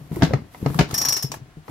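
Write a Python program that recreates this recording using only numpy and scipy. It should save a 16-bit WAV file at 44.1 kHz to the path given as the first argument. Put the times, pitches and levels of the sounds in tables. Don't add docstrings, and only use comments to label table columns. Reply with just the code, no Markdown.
import sys
import numpy as np
from scipy import signal
from scipy.fft import rfft, irfft, next_fast_len
from scipy.io import wavfile
from scipy.ndimage import uniform_filter1d, map_coordinates

SR = 44100
rng = np.random.default_rng(int(sys.argv[2]) if len(sys.argv) > 2 else 0)


def store_pcm(level_fs):
    pcm = np.round(np.clip(level_fs, -1, 1) * 32767).astype(np.int16)
    wavfile.write(sys.argv[1], SR, np.atleast_2d(pcm).T)


N = 74970
T = np.arange(SR // 2) / SR

# (frequency [Hz], left-right likeness [-1 to 1])
LIKENESS = [(60, 1), (140, 1), (300, 0.67), (640, 0.69), (1400, 0.031), (3000, 0.23), (6500, -0.06),
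            (14000, -0.18)]
# (frequency [Hz], level [dB], t60 [s])
FREE_PAWL = [(5662, 0, .17), (5745, -19, .1), (6368, -15, .09), (12054, -18, .11), (12453, -19, .1),
             (13532, -19, .1)]


def amp(db):
    return 10 ** (np.asarray(db) / 20)


def unit(x):
    return x / np.sqrt(np.mean(x ** 2) + 1e-20)


def along(points, hz):
    point_hz, values = np.transpose(points)
    return np.interp(np.log(hz + 1), np.log(point_hz + 1), values)


def level(rows):
    return amp(np.interp(np.arange(N) / SR, *np.transpose(rows)))


def fade(t60):
    return np.exp(-np.log(1000) * T / t60)


def rise(seconds):
    return 1 - np.exp(-T / seconds)


def add(out, s, x):
    start = max(round(s * SR), 0)
    out[:, start:start + x.shape[-1]] += x[..., :N - start]


def filtered(x, response):
    size = x.shape[-1]
    padded = next_fast_len(size + 4096)
    spectrum = rfft(x, padded) * response(np.fft.rfftfreq(padded, 1 / SR))
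    return irfft(spectrum, padded)[..., :size]


def ear_angle(hz):
    return np.arccos(np.clip(along(LIKENESS, hz), -1, 1)) / 2


def noise(colour, size, tilt_db=0, grain_db=0):
    grains = amp(grain_db * unit(uniform_filter1d(rng.standard_normal(size), size=30)))

    def shape(hz):
        tone = amp(along(colour, hz) + tilt_db * np.log2(hz / 1000 + 1))
        return tone * [np.cos(ear_angle(hz)), np.sin(ear_angle(hz))]

    mid, side = filtered(grains * rng.standard_normal((2, size)), shape)
    return unit(np.array([mid + side, mid - side]))


def ring(modes, scatter_db):
    out = np.zeros((2, len(T)))
    for (hz, db, t60), (size, skew) in zip(modes, rng.standard_normal((len(modes), 2))):
        apart = ear_angle(hz) * np.tanh(2 * skew)
        wave = np.sin(2 * np.pi * hz * T + np.array([[apart], [-apart]]))
        out += amp(db + scatter_db * size) * fade(t60) * wave
    return out


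def wobble(rate):
    def curve():
        knots = rng.standard_normal(int(N * rate / SR) + 4)
        return map_coordinates(knots, [np.arange(N) * rate / SR])

    return .8 * curve() + .6 * np.array([curve(), curve()])


def steel(modes, strikes):
    waver_db, waver_rad, waver_per_s = 1.3, 0.2, 60
    out = np.zeros((2, N))
    for hz, db, t60 in modes:
        energy = np.zeros((2, N))
        for (s, strike_db), luck in zip(strikes, rng.standard_normal(len(strikes))):
            strike = amp(db + strike_db + 1.0 * luck) * rise(0.0019) * fade(t60)
            add(energy, s, strike ** 2)
        phase = 2 * np.pi * (hz * np.arange(N) / SR + rng.random()) + waver_rad * wobble(waver_per_s)
        out += np.sqrt(energy) * amp(waver_db * wobble(waver_per_s)) * np.sin(phase)
    return out


def hollow(x):
    # (frequency [Hz], width [Hz], boost [dB])
    casing_bands = [(950, 120, 6), (2127, 140, -0.5), (2940, 100, 4), (3740, 100, 4), (4240, 220, 4.5),
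                    (4860, 160, 6), (5510, 350, 5), (6850, 300, 5)]

    def boost(f):
        return amp(sum(db * np.exp(-((f - hz) / width) ** 2) for hz, width, db in casing_bands))

    return unit(filtered(x, boost))


def air():
    # (frequency [Hz], relative level [dB])
    air_colour = [(15, -45.5), (25, 9.5), (140, -7), (209, -11.5), (598, -19), (722, -11), (804, -17.5),
                  (1750, -19), (8350, -34), (11800, -36), (15500, -50)]
    return amp(-50) * noise(air_colour, N)


def walls(x):
    # (frequency [Hz], t60 [s])
    wall_fade = [(150, 0.12), (800, 0.16), (4000, 0.21), (14000, 0.114)]
    hz, t, grid = signal.stft(rng.standard_normal((2, len(T))), SR, nperseg=256)
    faded = grid * np.exp(-np.log(1000) * t / along(wall_fade, hz)[:, None])
    tail = signal.istft(faded, SR, nperseg=256)[1][:, :len(T)] * rise(0.0057)
    tail = filtered(tail / np.linalg.norm(tail[0]), lambda hz: hz / (hz + 300))
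    return signal.fftconvolve(x, tail, axes=1)[:, :N]


def cord():
    # (time [s], level [dB])
    slide_level = [(0, -57.5), (.09, -60.5), (.14, -44.5), (.22, -48.5), (.3, -55), (.43, -68.5), (.5, -64),
                   (.55, -50.5), (.61, -52), (.68, -46.5), (.78, -42), (.87, -70), (1.3, -62),
                   (1.345, -37.5), (1.39, -76), (1.64, -69.5), (1.7, -46)]
    # (frequency [Hz], relative level [dB])
    slide_colour = [(500, 13), (1500, 6), (3000, 3.5), (6000, 1), (9000, 0.5), (12500, 7.5), (15500, -3)]
    # (time [s], level [dB], brightness [dB per octave])
    flick_rows = [(0.1598, -34, 5), (.701, -33, -3), (0.7436, -29, 0.5), (0.7603, -35, 3.5),
                  (.9034, -34, -6.5), (0.9122, -30, 0), (0.917, -34, 4)]
    # (frequency [Hz], relative level [dB])
    flick_colour = [(400, -6), (1200, 15.5), (2500, -7), (6000, -7), (11000, -3), (15500, -5)]
    # (time [s], level [dB])
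    rewind_level = [(.85, -84), (.89, -43), (.915, -34.5), (.935, -37), (1.06, -37.5), (1.18, -42),
                    (1.22, -44.5), (1.3, -64), (1.4, -74.5)]
    # (frequency [Hz], relative level [dB])
    rewind_colour = [(200, -13), (600, 0), (1100, 2), (2000, -11), (3500, -9.5), (6000, -11), (8000, -18.5),
                     (12000, -15), (15500, -34.5)]
    slips_per_s, slip_t60_s, slip_spread_db = 260, 0.016, 4
    rub_share = 0.42

    out = level(slide_level) * amp(wobble(90)) * noise(slide_colour, N, grain_db=2)
    for s, db, bright_db in flick_rows:
        flick = rise(0.000393) * fade(0.032) * noise(flick_colour, len(T), bright_db)
        add(out, s, amp(db) * flick)
    slips = (rng.random(N) < slips_per_s / SR) * amp(slip_spread_db * rng.uniform(-1, 1, N))
    fading_slips = signal.fftconvolve(slips, fade(slip_t60_s))[:N]
    uneven = unit(rub_share + unit(fading_slips))
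    return out + level(rewind_level) * uneven * noise(rewind_colour, N, grain_db=2.5)


def knocks():
    # (time [s], level [dB], brightness [dB per octave], low cut [Hz])
    knock_rows = [(0.118, -41.5, 0.5, 100), (.159, -35, -1, 900), (0.3353, -16, 0.5, 100),
                  (.546, -33, -4, 760), (0.629, -49, 2, 100), (0.6612, -18, 0.9, 100), (.931, -29, -7, 600),
                  (1.0752, -28.5, -4, 700), (1.2442, -41, -8.5, 503), (1.681, -32, -11, 590)]
    # (frequency [Hz], relative level [dB])
    knock_colour = [(150, -13.5), (450, -8), (700, 2.5), (1500, -14), (2100, -9.5), (3000, -25.5),
                    (6000, -27.5), (8500, -38), (15000, -41.5)]
    # (frequency [Hz], level [dB], t60 [s])
    knock_modes = [(262, 0, .09), (435, -4, .07), (485, -2, .07), (600, -12, .08), (840, -9, .05),
                   (985, -4, .05), (1265, -6, .055), (1600, -16, .04), (1975, -8, .035), (2065, -7, .035),
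                   (2380, -18, .03), (2800, -18, .03), (3450, -20, .03), (4230, -17, .028),
                   (5500, -21, .02)]
    out = np.zeros((2, N))
    for s, db, bright_db, lowest_hz in knock_rows:
        crack = hollow(noise(knock_colour, len(T), bright_db)) * (fade(0.031) + amp(-15.5) * fade(0.081))
        body = ring(knock_modes, scatter_db=2.0)
        knock = amp(db) * rise(0.00021) * (amp(-0.5) * crack - amp(-2.2) * body)
        high_pass = signal.butter(2, lowest_hz, "high", fs=SR, output="sos")
        add(out, s, signal.sosfilt(high_pass, knock))
    return out


def handle():
    # (time [s], level [dB], brightness [dB per octave], knock [dB], steel ring [dB])
    landing_rows = [(1.3174, -24, 3, -27, -27.5), (1.3409, -29.5, -6, -22.5, -55),
                    (1.3682, -48, 11.5, -60, -70)]
    # (frequency [Hz], relative level [dB])
    handle_colour = [(200, -14.5), (650, 3.5), (880, 3), (1100, 0.5), (1400, -10.5), (2000, -21),
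                     (2400, -2), (3400, -15), (6300, -5.5), (9000, -18.5), (15000, -23)]
    # (frequency [Hz], level [dB], t60 [s])
    handle_modes = [(883, -7, 0.041), (1087, -5, 0.043), (1690, -5, 0.017), (2350, -12, 0.018)]
    seated_share = 0.28
    out = np.zeros((2, N))
    for s, db, bright_db, knock_db, _ in landing_rows:
        crack = noise(handle_colour, len(T), bright_db) * (fade(0.035) + amp(-14.5) * fade(0.0723))
        knock = ring(handle_modes, scatter_db=2.5)
        add(out, s, rise(0.000309) * (amp(db) * crack + amp(knock_db) * knock))
    seated = [(hz, db, t60 * seated_share) for hz, db, t60 in FREE_PAWL]
    return out + steel(seated, [(s, steel_db) for s, *_, steel_db in landing_rows])


def pawls(count=3):
    # (time [s], click before the gains below [dB],
    # brightness [dB per octave], ring of first pawl [dB], of second pawl [dB], of their spring [dB])
    tick_rows = [(0.9411, -21, 0.5, -21.5, -25.5, -29), (0.978, -20, 3, -18, -24.5, -47),
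                 (1.0142, -22.5, -1, -19.5, -33, -28.5), (1.0497, -21, -2, -18, -30, -30.5),
                 (1.085, -19.5, 2.5, -19, -21, -24.5), (1.1231, -22, 0, -15, -19, -45),
                 (1.1653, -24, -3, -42, -26, -24.5), (1.2252, -24.5, 3, -40, -27, -27)]
    # (frequency [Hz], relative level [dB])
    tick_colour = [(500, -2), (1000, -2.5), (2000, -0.5), (3500, -2.5), (4500, -2.5), (5000, 8),
                   (5700, 6.5), (6500, 2), (7200, -2), (8250, -9), (9000, -1.5), (10500, -8), (12200, 8),
                   (13000, -9.5), (13700, -1.5), (15500, -8.5)]
    # (frequency before detuning [Hz], level [dB], t60 [s])
    lug_modes = [(1054, -7, 0.035), (1760, -3.5, 0.024), (2770, -11.5, 0.017), (4360, -2.5, 0.024),
                 (4750, -13.5, 0.031), (6340, -4, 0.03), (6520, 2.5, 0.028), (8320, -4, 0.0405),
                 (11070, -4, 0.059), (12130, -6, 0.026), (12170, -1, 0.041), (14000, 0, 0.031)]
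    # (frequency [Hz], level [dB], t60 [s])
    second_pawl = [(5471, -1, .18), (5528, -2, .18), (6418, -13, .05), (7698, -18, .1), (8258, -19, .1),
                   (12545, -18, .1), (13503, -16, .09)]
    # (frequency [Hz], level [dB], t60 [s])
    spring_modes = [(5137, 0, .17), (11165, -12, .12)]
    lug_db, bounce_loss_db = -7.5, 4.5
    bounce_s = 0.0037
    lug_detune = .02
    seat_s, seat_db_per_s = 1.24, 201

    out = np.zeros((2, N))
    for s, click_db, bright_db, *_ in tick_rows:
        scrape_fade = np.minimum(1, amp(5.0) * fade(0.038) + amp(-6) * fade(0.16))
        scrape = noise(tick_colour, len(T), bright_db, grain_db=2.0) * scrape_fade
        add(out, s, amp(click_db - 2.0) * rise(0.00064) * scrape)
        for k, (slip, spot) in enumerate(rng.random((count, 2))):
            detune = 1 + lug_detune * (2 * spot - 1)
            lug = ring([(hz * detune, db, t60) for hz, db, t60 in lug_modes], scatter_db=5)
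            contact_db = click_db + lug_db - bounce_loss_db * k
            add(out, s + bounce_s * k * (1 + slip / 2), amp(contact_db) * rise(0.000067) * lug)
    times, _, _, *ring_levels = np.transpose(tick_rows)
    parts = (FREE_PAWL, second_pawl, spring_modes)
    ringing = sum(steel(modes, list(zip(times, dbs))) for modes, dbs in zip(parts, ring_levels))
    return out + ringing * amp(-seat_db_per_s * np.maximum(np.arange(N) / SR - seat_s, 0))


def thumps():
    # (time [s], ringing level [dB], pitch [Hz], base t60 [s], contact push [dB])
    thump_rows = [(.006, -31, 140, 0.12, -56), (0.1148, -24.5, 167, 0.075, -17),
                  (.128, -14, 160, 0.026, -24), (.166, -17, 342, 0.058, -18),
                  (0.2212, -13, 133.5, 0.13, -4), (0.225, -10.5, 268.2, 0.09, -36),
                  (0.2314, -11.5, 162, 0.12, -3), (0.269, -33, 150, 0.076, -30),
                  (.307, -18, 541, 0.044, -22), (0.334, -9, 132.5, 0.092, -26),
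                  (0.6276, -26, 184, 0.15, -13), (0.6602, -11.5, 142.4, 0.12, -16),
                  (0.705, -13, 144, 0.064, -19), (.752, -13.5, 152, 0.056, -34),
                  (0.7925, -3.5, 145.2, 0.09, -9.5), (0.8107, -4.5, 164, 0.038, -9),
                  (0.931, -21, 117, 0.0724, -18), (1.07, -32.5, 135, 0.14, -32.5),
                  (1.2406, -13, 135.6, 0.073, -46), (1.295, -37.5, 145.4, 0.23, -41.5),
                  (1.416, -28, 130, 0.069, -39), (1.479, -36.5, 133.8, 0.073, -56),
                  (1.57, -34.5, 153.5, 0.16, -30)]
    # (pitch ratio, level [dB], share of base t60)
    thump_modes = [(.52, -15, 0.31), (1, 4, 1), (1.85, -9.5, 0.63), (2.9, -8.5, 0.49)]
    # (time [s], level [dB])
    shudder_level = [(0, -40.5), (.09, -45.5), (.16, -33), (.26, -26), (.36, -25.5), (.43, -40.5),
                     (.52, -57), (.6, -40), (.68, -25), (.74, -36), (.81, -24.5), (.87, -34), (1.1, -43.5),
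                     (1.21, -54), (1.33, -40), (1.52, -58.5), (1.66, -60), (1.7, -27.5)]
    # (frequency [Hz], relative level [dB])
    shudder_colour = [(25, -72), (60, 1.5), (145, 2.5), (210, -5), (290, -3), (500, -17), (1000, -24),
                      (2500, -35.5), (6000, -45.5), (15000, -95)]
    contact_s, attack_s = 0.0016, 0.0037
    out = np.zeros((2, N))
    push = np.sin(np.pi / 2 * np.minimum(T / contact_s, 2)) ** 2
    for s, db, hz, t60, contact_db in thump_rows:
        modes = [(hz * ratio, mode_db, t60 * share) for ratio, mode_db, share in thump_modes]
        body = ring(modes, scatter_db=.5)
        add(out, s, -amp(db) * rise(attack_s) * body - amp(contact_db) * push)
    return out + level(shudder_level) * noise(shudder_colour, N, grain_db=6.0)


def catches():
    # (time [s], level [dB], brightness [dB per octave],
    # ring over the clack [dB], ring pitch ratio, rattle [Hz])
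    catch_rows = [(0.2116, -26, -8.5, -12.5, 1, 1650), (0.2215, -13, -3, -8.5, 0.95, 1650),
                  (0.2321, -24.5, 3, -4, 0.94, 3970), (0.249, -29, 0.5, -5, 0.94, 3300),
                  (.789, -22.5, 4, -1, 1, 2300), (.7915, -14, -0.55, -6.5, 1, 2410),
                  (0.8086, -16, -2, -14, 1, 2220)]
    # (frequency [Hz], relative level [dB])
    catch_colour = [(150, 3), (400, -12.5), (720, -5.5), (1000, -18.5), (1400, -10), (2200, -13.5),
                    (3000, -15.5), (4000, -18), (6800, -23.5), (8500, -32), (15000, -36.5)]
    # (frequency before the pitch ratio [Hz], level [dB], t60 [s])
    catch_modes = [(269, -4.5, 0.063), (403, -3, 0.14), (717, 2, 0.071), (743.6, 2.5, 0.1),
                   (921, 3.5, 0.062), (1190, -1.5, 0.039), (1700, -3.5, 0.051), (2150, -0.5, 0.041),
                   (3590, -8, 0.053), (5590, -15.5, 0.035)]
    rattle_db, rattle_octaves = 6.5, 0.14
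    out = np.zeros((2, N))
    for s, db, bright_db, ring_db, pitch, rattle_hz in catch_rows:
        def rattle(hz):
            octaves_away = np.log2((hz + 1) / rattle_hz)
            return amp(rattle_db * np.exp(-(octaves_away / rattle_octaves) ** 2))

        clack = filtered(hollow(noise(catch_colour, len(T), bright_db, grain_db=1.0)), rattle)
        clack = clack * (fade(0.037) + amp(-5.5) * fade(0.16))
        body = ring([(hz * pitch, mode_db, t60) for hz, mode_db, t60 in catch_modes], scatter_db=1)
        add(out, s, amp(db) * rise(0.00024) * (clack - amp(ring_db) * body))
    return out


def scene():
    saw = cord() + knocks() + handle() + pawls() + thumps() + catches()
    return air() + amp(-10) * walls(saw) + saw


def record(dry):
    # (frequency [Hz], left minus right [dB])
    balance = [(60, 0), (130, 4.5), (290, 0.5), (640, 4), (2000, 0.5), (6000, 3.5), (12000, 0)]
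    lead_rad, lead_hz = 0.23, 350
    low_cut_hz, top_hz = 48.3, 15750
    sides = np.array([[1], [-1]]) / 2

    def microphones(hz):
        lead = np.exp(1j * sides * lead_rad / (1 + (hz / lead_hz) ** 2))
        low_cut = (1j * hz / (low_cut_hz + 1j * hz)) ** 2
        return amp(along(balance, hz) * sides) * lead * low_cut

    x = filtered(dry, microphones)
    x = x / (1 + np.abs(x) ** 6) ** (1 / 6)
    return filtered(x, lambda hz: hz < top_hz)


dry = scene()
out = record(dry)
store_pcm(out)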